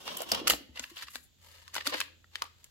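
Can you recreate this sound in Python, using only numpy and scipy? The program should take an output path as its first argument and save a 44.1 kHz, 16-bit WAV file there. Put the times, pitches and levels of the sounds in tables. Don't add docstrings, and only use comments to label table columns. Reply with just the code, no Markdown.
import sys
import numpy as np
from scipy import signal
from scipy.fft import rfft, irfft
from scipy.io import wavfile
from scipy.ndimage import uniform_filter1d

SR = 44100
rng = np.random.default_rng(int(sys.argv[2]) if len(sys.argv) > 2 else 0)


def dump_mix(stems):
    frames = np.atleast_2d(stems).T
    limited = np.clip(frames, -1, 1)
    pcm = np.round(limited * 32767).astype(np.int16)
    wavfile.write(sys.argv[1], SR, pcm)


N = 119070

# freq_hz, relative_db
AIR_SPECTRUM = [(20, -6), (45, -5.5), (70, -2.5), (130, -10.5), (300, -21.5), (1000, -30.5), (2000, -31),
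                (3500, -21), (5500, -31), (7300, -23), (9000, -44), (12000, -32.5), (16000, -37.5)]
# freq_hz, t60_s
ROOM_DECAY = [(200, 1), (1000, 0.25), (3000, 0.55), (5500, 0.23), (16000, 0.29)]
# time_s, left_late_ms, left_minus_right_db
HAND_PATH = [(0, 0.099, 0), (.33, 0.18, -1.5), (0.499, 0.073, 1.4), (1.151, 0.1, 2), (1.45, -.11, 2.5),
             (2.003, -.11, 1.8), (2.451, -0.12, 2)]
# start_s, pitch_ratio, wood_relative_db, thump_db
TABLE_KNOCKS = [(0.3163, 1, -51, -49), (0.414, 1.07, -25, -72), (0.453, 1, -37, -58), (0.509, 1, -35, -43),
                (0.537, .95, -28, -77), (0.607, 1, -36, -68), (0.691, .9, -42, -50),
                (0.8, 0.795, -42, -56.5), (0.914, 1.12, -42.5, -65), (1.036, 1, -57, -61),
                (1.154, .8, -47, -62), (1.873, 1.05, -29, -77), (1.936, 0.99, -37.5, -80)]
# pitch_hz, relative_db, t60_s
TABLE_MODES = [(293.3, -1, 0.093), (324.5, -5.5, 0.07), (530, -24, 0.065), (660, -13.5, 0.026),
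               (1005, -20.5, 0.098)]
# start_s, length_s, swell_db, bass_db, middle_db, treble_db
RUSTLE_STROKES = [(0.172, 0.06, -1, -57.5, -60, -47.5), (0.495, 0.047, -14, -47.5, -32.5, -31.5),
                  (0.752, 0.051, -4.5, -58.5, -47, -56.5), (0.8, 0.043, 9, -62, -52, -55),
                  (0.85, 0.053, 9, -71, -57, -59.5), (0.962, 0.069, 4, -61, -44.5, -51.5),
                  (1.068, 0.012, 3, -65, -48.5, -57), (1.088, 0.057, 6, -79, -60.5, -55.5),
                  (1.135, 0.017, 16, -60, -45.5, -47), (1.165, 0.091, -5, -98.5, -76, -63),
                  (1.415, 0.14, -6.5, -68, -61.5, -63), (1.512, 0.207, -8, -70.5, -61, -66),
                  (1.743, 0.032, -2, -48, -38.5, -44), (1.778, 0.033, 5, -57.5, -46, -56.5),
                  (1.863, 0.042, -17.5, -46.5, -38, -43), (1.916, 0.028, -3, -39, -36.5, -52),
                  (1.934, 0.021, -1.5, -41.5, -35, -44), (1.957, 0.06, 10.5, -55.5, -41, -47.5),
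                  (2.03, 0.12, -18.5, -75.5, -59.5, -99), (2.34, 0.13, -10, -67, -57, -64.5),
                  (2.56, 0.12, 0.5, -78, -70.5, -74.5)]
# freq_hz, relative_db
RUSTLE_SPECTRUM = [(60, -18.5), (170, -30), (290, -14), (420, -11), (650, -12.5), (1100, 2.5), (2000, 2),
                   (3200, 5.5), (4600, 6), (5800, -6.5), (7400, -11), (9000, -20.5), (12000, -15),
                   (16000, -27)]
# pitch_hz, width_hz, boost_db
SHEET_MODES = [(285, 36, 7), (530, 73, 10.5), (1040, 170, 7.5), (1900, 300, 10.5), (2810, 360, 5.5)]
# start_s, length_s, swell_db, bass_db, middle_db, treble_db
SCRAPE_STROKES = [(0, 0.077, 10.5, -54.5, -49.5, -55.5), (.06, 0.038, 5.5, -50.5, -40, -54.5),
                  (.095, 0.073, -3, -48, -43.5, -53.5), (.17, 0.067, 2.5, -51, -44, -59),
                  (.25, 0.048, 2, -52.5, -50, -61.5), (.284, 0.065, -3, -64.5, -44.5, -50.5),
                  (.322, 0.076, -10.5, -39.5, -36.5, -50), (.389, 0.15, 11, -44, -45.5, -62),
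                  (.91, 0.054, 16, -76, -58, -64.5)]
# freq_hz, relative_db
SCRAPE_SPECTRUM = [(60, -7.5), (170, -4), (330, 4), (800, -2), (2000, -13), (4500, -10.5), (7000, -7.5),
                   (11000, -11), (16000, -13.5)]
# pitch_hz, width_hz, boost_db
SCRAPER_MODES = [(364.6, 23, 2.5), (574, 43, 4), (753, 37, 6.5), (1057, 90, 12), (2840, 340, 6),
                 (3230, 900, 9), (5560, 500, 4), (12400, 1200, 5.5)]
# start_s, length_s, low_ring_hz, low_boost_db, high_ring_hz, high_boost_db, bass_db, middle_db, treble_db
SNAP_EVENTS = [(0.0775, 0.0024, 1100, 6, 3200, -3, -42, -35.5, -45),
               (0.1694, 0.0047, 3300, 19, 12900, 8, -58, -39.5, -33.5),
               (0.2045, 0.003, 480, 11, 684, 15, -33.5, -40.5, -45),
               (0.219, 0.0015, 650, 23, 11600, 6, -38, -41, -36),
               (0.3174, 0.0022, 3070, 4, 5080, 16.5, -33.5, -22.5, -24.5),
               (0.3205, 0.0033, 990, 10.5, 4800, 16, -34.5, -30.5, -28),
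               (0.3465, 0.0046, 706, 15, 3020, 11.5, -46, -28, -36),
               (0.4715, 0.0016, 1370, 16.5, 2800, 8.5, -44, -24, -37.5),
               (0.4744, 0.0023, 336, 16, 1400, 7, -40.5, -25, -25.5),
               (0.4787, 0.0024, 1390, 2, 2950, 5, -45, -22.5, -23.5),
               (0.4991, 0.0021, 2950, 18, 4400, 9.5, -31, -18.5, -21),
               (0.5051, 0.0026, 1270, 10.5, 1960, 9.5, -35.5, -22.5, -27.5),
               (0.536, 0.001, 3120, 2, 4340, 8, -37, -33, -43),
               (0.772, 0.0052, 1800, 7, 2810, 15, -54, -38.5, -56),
               (0.795, 0.0021, 3260, 6.5, 6900, 14, -46, -34.5, -36.5),
               (0.8388, 0.0048, 1760, 14, 2790, 15, -74, -35.5, -50.5),
               (0.968, 0.0063, 1050, 7.5, 3220, 13, -53.5, -40.5, -66),
               (1.0262, 0.0037, 1360, 17, 2200, -1, -56.5, -43, -47),
               (1.083, 0.0027, 1070, 17, 2130, -4, -66, -43.5, -64),
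               (1.156, 0.0021, 1600, 10, 4100, 8.5, -49.5, -35.5, -41),
               (1.679, 0.00072, 1080, 17, 1700, 3, -62, -45.5, -54),
               (1.7427, 0.0038, 1450, 9, 6350, 8.5, -70, -41.5, -38.5),
               (1.753, 0.001, 1511, 14, 3270, 4, -62, -34.5, -40),
               (1.764, 0.0027, 1020, 13, 1500, 8.5, -36.5, -32, -48.5),
               (1.781, 0.00086, 1400, 3, 4370, -3, -41.5, -34.5, -67),
               (1.8077, 0.0019, 1800, 15, 2690, 7, -60, -36, -58),
               (1.868, 0.002, 1070, 10, 1380, 11, -47, -28.5, -37.5),
               (1.8722, 0.0013, 3520, 14.5, 4580, 15, -46, -26.5, -27.5),
               (1.943, 0.0067, 307, 17, 1630, 14.5, -37, -30.5, -57),
               (2.0035, 0.0013, 1550, 9.5, 2670, 8, -49, -28, -30.5),
               (2.0124, 0.0022, 1240, 6, 2600, 5, -47, -27, -57),
               (2.243, 0.0016, 1380, 16, 1920, 15, -65.5, -55.5, -81.5),
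               (2.3562, 0.00057, 1787, 12, 3370, 9.5, -55, -31.5, -44),
               (2.4208, 0.0014, 896, 11.5, 1220, 18.5, -35, -27, -37),
               (2.44, 0.0018, 1060, 9, 4300, -7, -53, -51, -54),
               (2.453, 0.0023, 1110, 23, 2950, 3, -58, -45.5, -82),
               (2.643, 0.00088, 3140, 3.5, 7130, 7, -87, -52, -48.5)]
# freq_hz, relative_db
SNAP_SPECTRUM = [(60, -27), (250, -13.5), (600, -2.5), (1300, 4.5), (3000, 6), (5000, 5.5), (8500, -5),
                 (12000, -5), (16000, -12)]

BASS_EDGE_HZ, TREBLE_EDGE_HZ = 900, 6000
SNAP_SPREAD, RUB_SPREAD = 0.7, 0.93


def undb(db):
    return 10 ** (np.asarray(db) / 20)


def unit(x):
    return x / np.sqrt(np.mean(x ** 2) + 1e-20)


def freqs_hz(x):
    return np.arange(x.shape[-1] // 2 + 1) * SR / x.shape[-1] + 1e-3


def lookup(freq_hz, table):
    hz, value = np.array(table).T
    return np.interp(np.log(freq_hz), np.log(hz), value)


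def causal_filter(x, gain):
    size = x.shape[-1]
    cepstrum = irfft(np.log(gain + 1e-5), size)
    cepstrum[1:size // 2] *= 2
    cepstrum[size // 2 + 1:] = 0
    return irfft(rfft(x) * np.exp(rfft(cepstrum)), size)


def stereo_noise(size, spread):
    noise = rng.standard_normal((3, size))
    return np.sqrt(1 - spread ** 2) * noise[0] + spread * noise[1:]


def resonant_body(x, spectrum, modes, mode_gap_hz, levels_db, length_s, ripple_db=4.5, smooth_hz=500):
    f_hz, size = freqs_hz(x), x.shape[-1]
    ripple = undb(ripple_db * np.interp(f_hz / mode_gap_hz, np.arange(1024), rng.standard_normal(1024)))
    power = 2 * np.mean(abs(rfft(x)) ** 2, axis=0) / size / (length_s * SR)
    smoothed = uniform_filter1d(power * ripple ** 2, int(smooth_hz * size / SR))
    gain = undb(lookup(f_hz, spectrum)) * ripple / np.sqrt(smoothed / smoothed.mean() + 1e-9)
    for pitch_hz, width_hz, boost_db in modes:
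        gain = gain * undb(boost_db / (1 + (2 * (f_hz - pitch_hz) / width_hz) ** 2))
    above_bass, treble = (1 / (1 + (hz / f_hz) ** 8) for hz in (BASS_EDGE_HZ, TREBLE_EDGE_HZ))
    bands = np.array([1 - above_bass, above_bass - treble, treble])
    for _ in range(2):
        band_db = 10 * np.log10(bands @ (power * gain ** 2) + 1e-20)
        gain = gain * undb((np.array(levels_db) - band_db) @ bands)
    return causal_filter(x, gain)


def add_at_hands(out, x, start_s):
    times_s, lags_ms, pans_db = np.array(HAND_PATH).T
    lag_s = np.interp(start_s, times_s, lags_ms) / 1000
    pan_db = np.interp(start_s, times_s, pans_db)
    faded = x * np.clip(np.linspace(4, -1, x.shape[1]), 0, 1)
    for channel, side in enumerate((.5, -.5)):
        at = int(round((start_s + side * lag_s) * SR)) + np.arange(x.shape[1])
        inside = (at >= 0) & (at < N)
        out[channel, at[inside]] += faded[channel, inside] * undb(side * pan_db)


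def room_air(level_db=-65.5):
    noise = stereo_noise(N, spread=0.93)
    air = causal_filter(noise, undb(lookup(freqs_hz(noise), AIR_SPECTRUM)))
    return undb(level_db) * unit(air)


def hum(pitch_hz=84.4, level_db=-67, start_s=1.35, end_s=2.65, fade_s=0.039):
    t = np.arange(N) / SR
    envelope = np.clip(np.minimum(t - start_s, end_s - t) / fade_s, 0, 1)
    return undb(level_db) * envelope * unit(np.sin(2 * np.pi * pitch_hz * t))


def room_tail(x, level_db=-17, build_s=0.0054, size=32768):
    t = np.arange(size) / SR
    noise = rng.standard_normal((2, size))
    f_hz, tail = freqs_hz(noise), 0
    for octave_hz in 125 * 2. ** np.arange(8):
        band = irfft(rfft(noise) * np.maximum(1 - abs(np.log2(f_hz / octave_hz)), 0))
        tail = tail + band * undb(-60 * t / lookup(octave_hz, ROOM_DECAY))
    tail = unit(tail * np.minimum(t / build_s, 1) ** 2) / np.sqrt(size)
    return undb(level_db) * signal.fftconvolve(x, tail, axes=1)[:, :N]


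def reflections(x, delays_s=(0.001377, 0.0034), level_db=-17):
    delayed = [np.pad(side, (int(delay_s * SR), 0))[:N] for side, delay_s in zip(x, delays_s)]
    return undb(level_db) * np.array(delayed)


def knocks(thump_hz=74, thump_decay_s=0.039, contact_s=0.0017, detune=0.042, phase_rad=0.31, size=16384):
    out, t = np.zeros((2, N)), np.arange(size) / SR
    attack = 1 - np.exp(-t / contact_s)
    for start_s, pitch_ratio, wood_relative_db, thump_db in TABLE_KNOCKS:
        wood = 0
        for mode_hz, mode_db, t60_s in TABLE_MODES:
            pitch_hz = mode_hz * pitch_ratio * (1 + detune * rng.standard_normal())
            phase = 2 * np.pi * pitch_hz * t + phase_rad * rng.standard_normal((2, 1))
            wood = wood + undb(mode_db - 60 * t / t60_s) * np.sin(phase)
        deep_hz = thump_hz * (1 + 0.11 * rng.standard_normal())
        thump = np.exp(-t / thump_decay_s) * np.sin(2 * np.pi * deep_hz * t)
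        add_at_hands(out, (undb(wood_relative_db) * wood / 2 + undb(thump_db) * thump) * attack, start_s)
    return out


def stick_slip(strokes, spectrum, modes, slips_per_s, scatter_db, slip_s, hiss_db, attack_share,
               release_s):
    size, lead_s = 20480, .03
    waver_per_s, waver_db = 120, 3.0
    mode_gap_hz, detune = 69.06, 0.019
    out, t = np.zeros((2, N)), np.arange(size) / SR - lead_s
    for start_s, length_s, swell_db, *levels_db in strokes:
        slipping = rng.random(size) < slips_per_s / SR
        slips = slipping * undb(scatter_db * np.minimum(rng.standard_normal(size), 2))
        bursts = unit(signal.lfilter([1], [1, -np.exp(-1 / (slip_s * SR))], slips))
        waver = np.interp(t * waver_per_s, np.arange(256), rng.standard_normal(256))
        attack = np.exp(np.minimum(t / (attack_share * length_s) - 1, 0))
        release = np.exp(-np.maximum(t - length_s, 0) / release_s)
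        pressure = attack * release * undb(swell_db * np.clip(t / length_s, 0, 1) + waver_db * waver)
        rub = stereo_noise(size, RUB_SPREAD) * (bursts + undb(hiss_db)) * pressure
        shifted = [(hz * (1 + detune * rng.standard_normal()), width_hz, db) for hz, width_hz, db in modes]
        stroke = resonant_body(rub, spectrum, shifted, mode_gap_hz, levels_db, length_s)
        add_at_hands(out, stroke, start_s - lead_s)
    return out


def rustles():
    return stick_slip(RUSTLE_STROKES, RUSTLE_SPECTRUM, SHEET_MODES, slips_per_s=420, scatter_db=3.5,
                      slip_s=0.00094, hiss_db=0.5, attack_share=0.21, release_s=0.013)


def scrapes():
    return stick_slip(SCRAPE_STROKES, SCRAPE_SPECTRUM, SCRAPER_MODES, slips_per_s=1000, scatter_db=6,
                      slip_s=0.0006, hiss_db=11.5, attack_share=0.056, release_s=0.0099)


def snaps(lead_in_s=0.0023, lead_in_db=-22, decay_s=0.00036, flutter_s=0.0064, flutter_db=-16):
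    size, window_s, ring_q = 8192, .005, 4.87
    mode_gap_hz = 212.2
    out, t = np.zeros((2, N)), np.arange(size) / SR - window_s
    lead_in = undb(lead_in_db) * np.exp(-abs(t) / lead_in_s)
    flutter_envelope = undb(flutter_db) * (t > 0) * np.exp(-abs(t) / flutter_s)
    for start_s, length_s, low_hz, low_db, high_hz, high_db, *levels_db in SNAP_EVENTS:
        buckle = np.exp(-np.maximum(t - length_s, 0) / decay_s - 0.23 * np.clip(t / length_s, 0, 1))
        cracks = stereo_noise(size, SNAP_SPREAD) * np.where(t < 0, lead_in, buckle)
        flutter = stereo_noise(size, RUB_SPREAD) * flutter_envelope
        rings = [(low_hz, low_hz / ring_q, low_db), (high_hz, high_hz / ring_q, high_db)]
        snap = resonant_body(cracks + flutter, SNAP_SPECTRUM, rings, mode_gap_hz, levels_db, window_s)
        add_at_hands(out, snap, start_s - window_s)
    return out


def scene():
    direct = scrapes() + rustles() + snaps() + knocks()
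    return direct + reflections(direct) + room_tail(direct) + room_air() + hum()


def record(dry):
    low_cut_hz, high_cut_hz = 42, 15900
    thinned = signal.sosfilt(signal.butter(3, low_cut_hz, "high", fs=SR, output="sos"), dry)
    return signal.sosfilt(signal.ellip(10, .2, 80, high_cut_hz, fs=SR, output="sos"), thinned)


dry = scene()
out = record(dry)
dump_mix(out)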